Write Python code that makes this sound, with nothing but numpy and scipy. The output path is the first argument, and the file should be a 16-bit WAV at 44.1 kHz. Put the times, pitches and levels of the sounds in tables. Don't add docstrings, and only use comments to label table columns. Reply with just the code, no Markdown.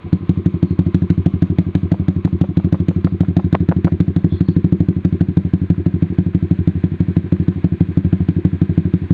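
import sys
import numpy as np
from scipy import signal
from scipy.fft import rfft, irfft, next_fast_len
from scipy.io import wavfile

SR = 44100
rng = np.random.default_rng(int(sys.argv[2]) if len(sys.argv) > 2 else 0)


def file_out(sig):
    cols = np.atleast_2d(sig).T
    lim = np.clip(cols, -1, 1)
    pcm = np.round(lim * 32767).astype(np.int16)
    wavfile.write(sys.argv[1], SR, pcm)


N = 402633
TIME = np.arange(N) / SR
FFT_SIZE = next_fast_len(N + SR)
HZ = np.arange(FFT_SIZE // 2 + 1) * SR / FFT_SIZE


def undb(db):
    return 10 ** (np.asarray(db) / 20)


def unit(x):
    return x / np.sqrt(np.mean(x ** 2))


def shaped(x, response):
    return irfft(rfft(x, FFT_SIZE) * response, FFT_SIZE)[:N]


def band(hz, width, axis=HZ):
    return 1j * axis * width / (hz ** 2 - axis ** 2 + 1j * axis * width)


def low(hz, axis=HZ):
    return 1 / (1 + 1j * axis / hz)


def noise(response):
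    return unit(shaped(rng.standard_normal(N), response))


def coloured(points):
    hz, db = np.transpose(points)
    return noise(undb(np.interp(np.log(HZ + 1), np.log(hz), db)))


def bumps(times, sizes, width_s):
    out = np.zeros(N)
    for t, size, width in np.broadcast(times, sizes, width_s):
        near = slice(*np.searchsorted(TIME, [t - 5 * width, t + 5 * width]))
        out[near] += size * np.exp(-.5 * ((TIME[near] - t) / width) ** 2)
    return out


def scatter(times, spread_db):
    return undb(spread_db * rng.standard_normal(len(times)))


# time in seconds, crank speed in rpm.
IDLE_SPEED = [(0.0, 1476.0), (0.6, 1420.0), (0.84, 1556.0), (1.67, 1445.0), (2.3, 1451.0), (2.67, 1572.0),
              (2.83, 1490.0), (3.68, 1497.0), (3.82, 1538.0), (4.38, 1458.0), (4.45, 1540.0), (5.0, 1452.0),
              (5.07, 1518.0), (5.58, 1434.0), (5.81, 1497.0), (7.07, 1447.0), (7.19, 1548.0), (7.9, 1433.0),
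              (8.03, 1557.0), (8.53, 1433.0), (8.79, 1524.0), (9.13, 1375.0)]
CATCHES = [(4.2, 4.28), (4.45, 4.92)]

def engine_cycles(first_s=.048):
    rpm = np.interp(TIME, *np.transpose(IDLE_SPEED))
    phase = np.cumsum(rpm / 60 / 2) / SR
    phase -= np.interp(first_s, TIME, phase)
    times = np.interp(np.arange(int(phase[-1]) + 1), phase, TIME)
    fires = [False]
    for t in times[1:]:
        fires.append(not fires[-1] or any(start < t < end for start, end in CATCHES))
    return times, np.interp(times, TIME, rpm - rpm.mean()), np.array(fires)


# time in seconds, relative level in dB.
CRACK_LEVEL = [(0, .7), (.8, 2), (.95, 5.5), (3.2, 4), (3.9, 6.5), (4.3, 2.1), (5.3, 3.2), (6, 1),
               (9.13, 0.8)]

def firings(times, surge_rpm, fires, db_per_rpm=0.0085, refire_db=-3.5):
    db = np.interp(times, *np.transpose(CRACK_LEVEL)) + db_per_rpm * surge_rpm
    db += refire_db * np.roll(fires, 1)
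    db += 0.23 * rng.standard_normal(len(times))
    return times[fires], undb(db[fires])


# time in seconds, change in dB.
PARTIAL_BURNS = [(.05, -15), (.21, -13.5), (1.67, -2.7), (2.49, -4.5), (3.12, -4), (5.78, -3.5), (6.1, -5),
                 (6.75, -2.5), (6.92, -3.1), (7.24, -8), (7.56, -6.5), (7.89, -2.5), (9.02, -3.8)]

def misfires(times, surge_rpm, fires, lead_s=.0033, base_db=1, db_per_rpm=0.0266):
    missed = times[~fires] - lead_s
    db = base_db + db_per_rpm * surge_rpm[~fires]
    for t, change_db in PARTIAL_BURNS:
        db[np.argmin(abs(missed - t))] += change_db
    return missed, undb(db)


# frequency in Hz, width in Hz, gain in dB, polarity.
PIPE_MODES = [(92.8, 18.7, 4, -1), (165.9, 33.5, 6.5, -1), (194.3, 12.2, 4, 1), (280.6, 52.8, 2.5, -1),
              (352.7, 12.8, 5.5, 1), (564, 8.5, -10.5, 1), (716, 67, -2, -1)]

def exhaust(fired, missed, miss_gain, mouth_hz=105):
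    blowdown = bumps(fired, scatter(fired, 0.5), width_s=0.00063 * scatter(fired, 0.35))
    gulp = bumps(missed, .5 * miss_gain, width_s=0.0008)
    push = bumps(missed + .0176, 0.26 * np.sqrt(miss_gain) * scatter(missed, 2), width_s=0.0026)
    stroke = bumps(np.r_[fired, missed] + 0.018, 0.74, width_s=0.01)
    eddies = undb(-25.5) * stroke * noise(low(hz=437) ** 2)
    flow = shaped(blowdown - gulp + push + eddies, low(hz=263))
    pipe = sum(np.sign(sign) * undb(db) * band(hz, width) for hz, width, db, sign in PIPE_MODES)
    pipe -= undb(-3.5) * low(hz=182)
    mouth = band(mouth_hz, mouth_hz) * 1j * HZ / mouth_hz
    return undb(4.3) * shaped(flow, pipe * mouth)


def gargle(missed, miss_gain, refired, muffler_hz=410):
    times = np.r_[missed + .0222, refired + .0225]
    sizes = np.r_[np.sqrt(miss_gain), np.full(len(refired), undb(-1.5))]
    jitter_s = .0007 * rng.standard_normal(len(times))
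    kicks = bumps(times + jitter_s, sizes * scatter(times, 2), width_s=.0004)
    throat = band(hz=340.5, width=26) + undb(-7) * band(370.6, 19) + undb(-8) * band(228, 37)
    muffler = 1 / (1 + (HZ / muffler_hz) ** 12)
    return undb(1) * shaped(kicks, throat * muffler)


# frequency in Hz, relative level in dB.
CRACK_COLOUR = [(300, 1.5), (650, 15.5), (900, -3.5), (1600, 2.5), (2800, -7.5), (3500, -4), (4400, -10.5),
                (5300, -23.5), (6400, -18.5), (7600, -31.5), (8500, -26.5), (9600, -41), (12000, -35),
                (15000, -33)]
# frequency in Hz, relative level in dB.
SNAP_COLOUR = [(500, -2), (1500, 1), (3500, 0), (4400, -5.5), (5300, -17), (6400, -8), (7600, -20.5),
               (8500, -18.5), (9600, -27), (12000, -25), (15000, -24)]
# time in seconds, angle to the jet in quarter turns
MIC_ANGLE = [(0, -0.18), (2.2, -0.44), (3.0, 0.061), (3.7, 0.54), (4.4, 0.4), (6, 0.92), (9.13, 0.89)]

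def gas_crack(fired, force, missed, miss_gain):
    jet = bumps(fired - .0003, 0.71 * force, width_s=0.0014)
    jet += bumps(fired + 0.0047, 0.58 * force, width_s=0.0017)
    front = bumps(fired - .0004, 0.33 * force * scatter(fired, 1.8), width_s=.0006)
    gulp = bumps(missed + 0.002, 0.22 * miss_gain ** 2, width_s=0.005)
    turbulence = coloured(CRACK_COLOUR)
    rasp = turbulence * jet + coloured(SNAP_COLOUR) * front + shaped(turbulence * gulp, low(hz=7000))
    off_axis = abs(mic_angle())
    return undb(-28.5) * ((1 - off_axis) * rasp + off_axis * shaped(rasp, abs(low(hz=3400))))


def mic_angle():
    return np.interp(TIME, *np.transpose(MIC_ANGLE))


# time in seconds, gain in dB.
MACHINE_LEVEL = [(0, -50), (1.9, -51.5), (4.1, -53.5), (4.9, -53), (7.2, -50.5), (8, -51), (9.13, -50)]
# frequency in Hz, relative level in dB.
WHIR_BEHIND = [(30, -1), (200, 7), (500, 1.5), (850, -8), (1100, 4.5), (1350, -5), (1750, -10.5),
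               (2200, -2.5), (2900, -10.5), (3400, -10.5), (4300, -19.5), (5200, -35), (8000, -42),
               (15000, -51.5)]
WHIR_BESIDE = [(30, -1.5), (200, 8.5), (500, -1), (850, -6.5), (1030, -1.5), (1250, -6), (1650, -1.5),
               (2400, -2.5), (2900, -10.5), (3400, -9.5), (4300, -17.5), (5200, -32.5), (8000, -35.5),
               (15000, -52)]
# frequency in Hz, width in Hz, gain in dB.
SHELL_MODES = [(1017, 66, 0), (1240, 34, -8), (1320, 47, -8), (1580, 110, -1), (2030, 12, -9),
               (2490, 25, -9), (3750, 96, -9.5), (6700, 180, 0)]

def machinery(fired, missed):
    side = np.clip(mic_angle() + 0.18, 0, 1)
    whir = np.sqrt(1 - side) * coloured(WHIR_BEHIND) + np.sqrt(side) * coloured(WHIR_BESIDE)
    beats = np.r_[fired, missed]
    ticks = bumps(fired - .0033, 2.4 * scatter(fired, 1), width_s=0.0028)
    ticks += bumps(beats - .013, 0.85 * scatter(beats, 2.5), width_s=0.003)
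    ticks += bumps(beats + 0.043, 0.3 * scatter(beats, 7.5), width_s=0.0034)
    tappets = coloured([(300, -13.5), (700, -1), (1300, 0), (2200, -3), (4200, -24), (5200, -38.5),
                        (15000, -59.5)])
    waver = undb(noise(low(hz=25) ** 2))
    cases = 1 + sum(undb(db) * band(hz, width) for hz, width, db in SHELL_MODES)
    level = undb(np.interp(TIME, *np.transpose(MACHINE_LEVEL)))
    return level * shaped(undb(3.5) * whir * waver + undb(-0.5) * ticks * tappets, cases)


def puff(db, hz, rise_s=.0018, fall_s=.0045):
    size, force = 4096, undb(db)
    age = (np.arange(size) - size // 2) / SR
    axis = np.arange(size // 2 + 1) * SR / size
    edge = -np.sign(age) * np.exp(-abs(age) * np.pi * hz)
    snap = irfft(rfft(edge) * abs(low(1.2 * hz, axis)) ** 2 / (1 + (axis / 3800) ** 4))
    eddy_colour = band(0.6 * hz, 0.9 * hz, axis) ** 2 * low(1900, axis) ** 3
    eddy = unit(irfft(rfft(rng.standard_normal(size)) * eddy_colour))
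    swirl = eddy * np.exp(np.where(age < 0, -.5 * (age / rise_s) ** 2, -age / fall_s))
    return 1.62 * force ** 1.6 * snap / snap.max() + 0.55 * force / (1 + 2 * force) * swirl


# time in seconds, strength in dB, bandwidth in Hz.
DIRECT_PUFFS = [(1.943, -17, 750), (2.443, -16.5, 660), (2.746, -16, 1010), (3.072, -14, 970),
                (3.399, -20.5, 1200), (3.547, -9.5, 687), (3.5516, -3.5, 1260), (3.7155, -15.5, 1210),
                (3.723, -9.5, 770), (3.873, -15, 1190), (3.88, -12.5, 750)]

def jet_puffs(fired, from_s=2.2, to_s=3.6, lag_s=.027, soft_db=-23, soft_hz=810):
    soft = [(t + lag_s, soft_db, soft_hz) for t in fired if from_s < t < to_s]
    out = np.zeros(N)
    for t, db, hz in list(DIRECT_PUFFS) + soft:
        sound = puff(db, hz)
        start = int(t * SR) - len(sound) // 2
        out[start:start + len(sound)] += sound
    return out


def block_drone():
    return undb(-41) * coloured([(20, -3), (45, -21), (90, 2.5), (180, -2), (350, -4.5), (500, -19.5),
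                                 (1000, -41.5), (4000, -73)])


# start in seconds, length in seconds, pitch in Hz, gain in dB.
SQUEAKS = [(.66, 0.099, 4200, -56), (4.30, 0.084, 3460, -44), (4.30, 0.13, 4170, -54.5),
           (4.46, 0.079, 4300, -49.5)]

def squeaks():
    out = np.zeros(N)
    for start, length, hz, db in SQUEAKS:
        swell = bumps(start + length / 2, 0.6, width_s=length / 3)
        out += undb(db) * swell * noise(band(hz, width=310) ** 2)
    return out


def valve_ring(times):
    ring = noise(band(hz=11900, width=700) ** 2)
    return undb(-82) * ring * bumps(times + .03, scatter(times, 2), width_s=0.0036)


def room(x, t60_s, wet_db):
    tail = rng.standard_normal(N) * np.exp(-np.log(1000) * TIME / t60_s) * (TIME > .006)
    response = rfft(tail / np.linalg.norm(tail), FFT_SIZE) * (1 - low(hz=304)) ** 2
    return x + undb(wet_db) * shaped(x, response)


def scene():
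    times, surge_rpm, fires = engine_cycles()
    fired, crack_gain = firings(times, surge_rpm, fires)
    missed, miss_gain = misfires(times, surge_rpm, fires)
    refired = times[fires & np.roll(fires, 1)]
    pulses = exhaust(fired, missed, miss_gain) + gargle(missed, miss_gain, refired)
    boom = room(pulses, t60_s=0.44, wet_db=-8.5)
    crack = room(gas_crack(fired, crack_gain, missed, miss_gain), t60_s=0.54, wet_db=-12)
    engine = block_drone() + machinery(fired, missed) + valve_ring(times)
    return (boom + crack + engine + jet_puffs(fired) + squeaks())[None]


def record(dry, bass_hz=58, top_hz=15500):
    bass_cut = .15 + .85 * HZ ** 4 / np.sqrt(HZ ** 8 + bass_hz ** 8)
    thin = shaped(dry[0], bass_cut)[None]
    rounded = thin / (1 + thin ** 12) ** (1 / 12)
    return signal.sosfilt(signal.ellip(8, .2, 70, top_hz, fs=SR, output="sos"), rounded)


dry = scene()
out = record(dry)
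file_out(out)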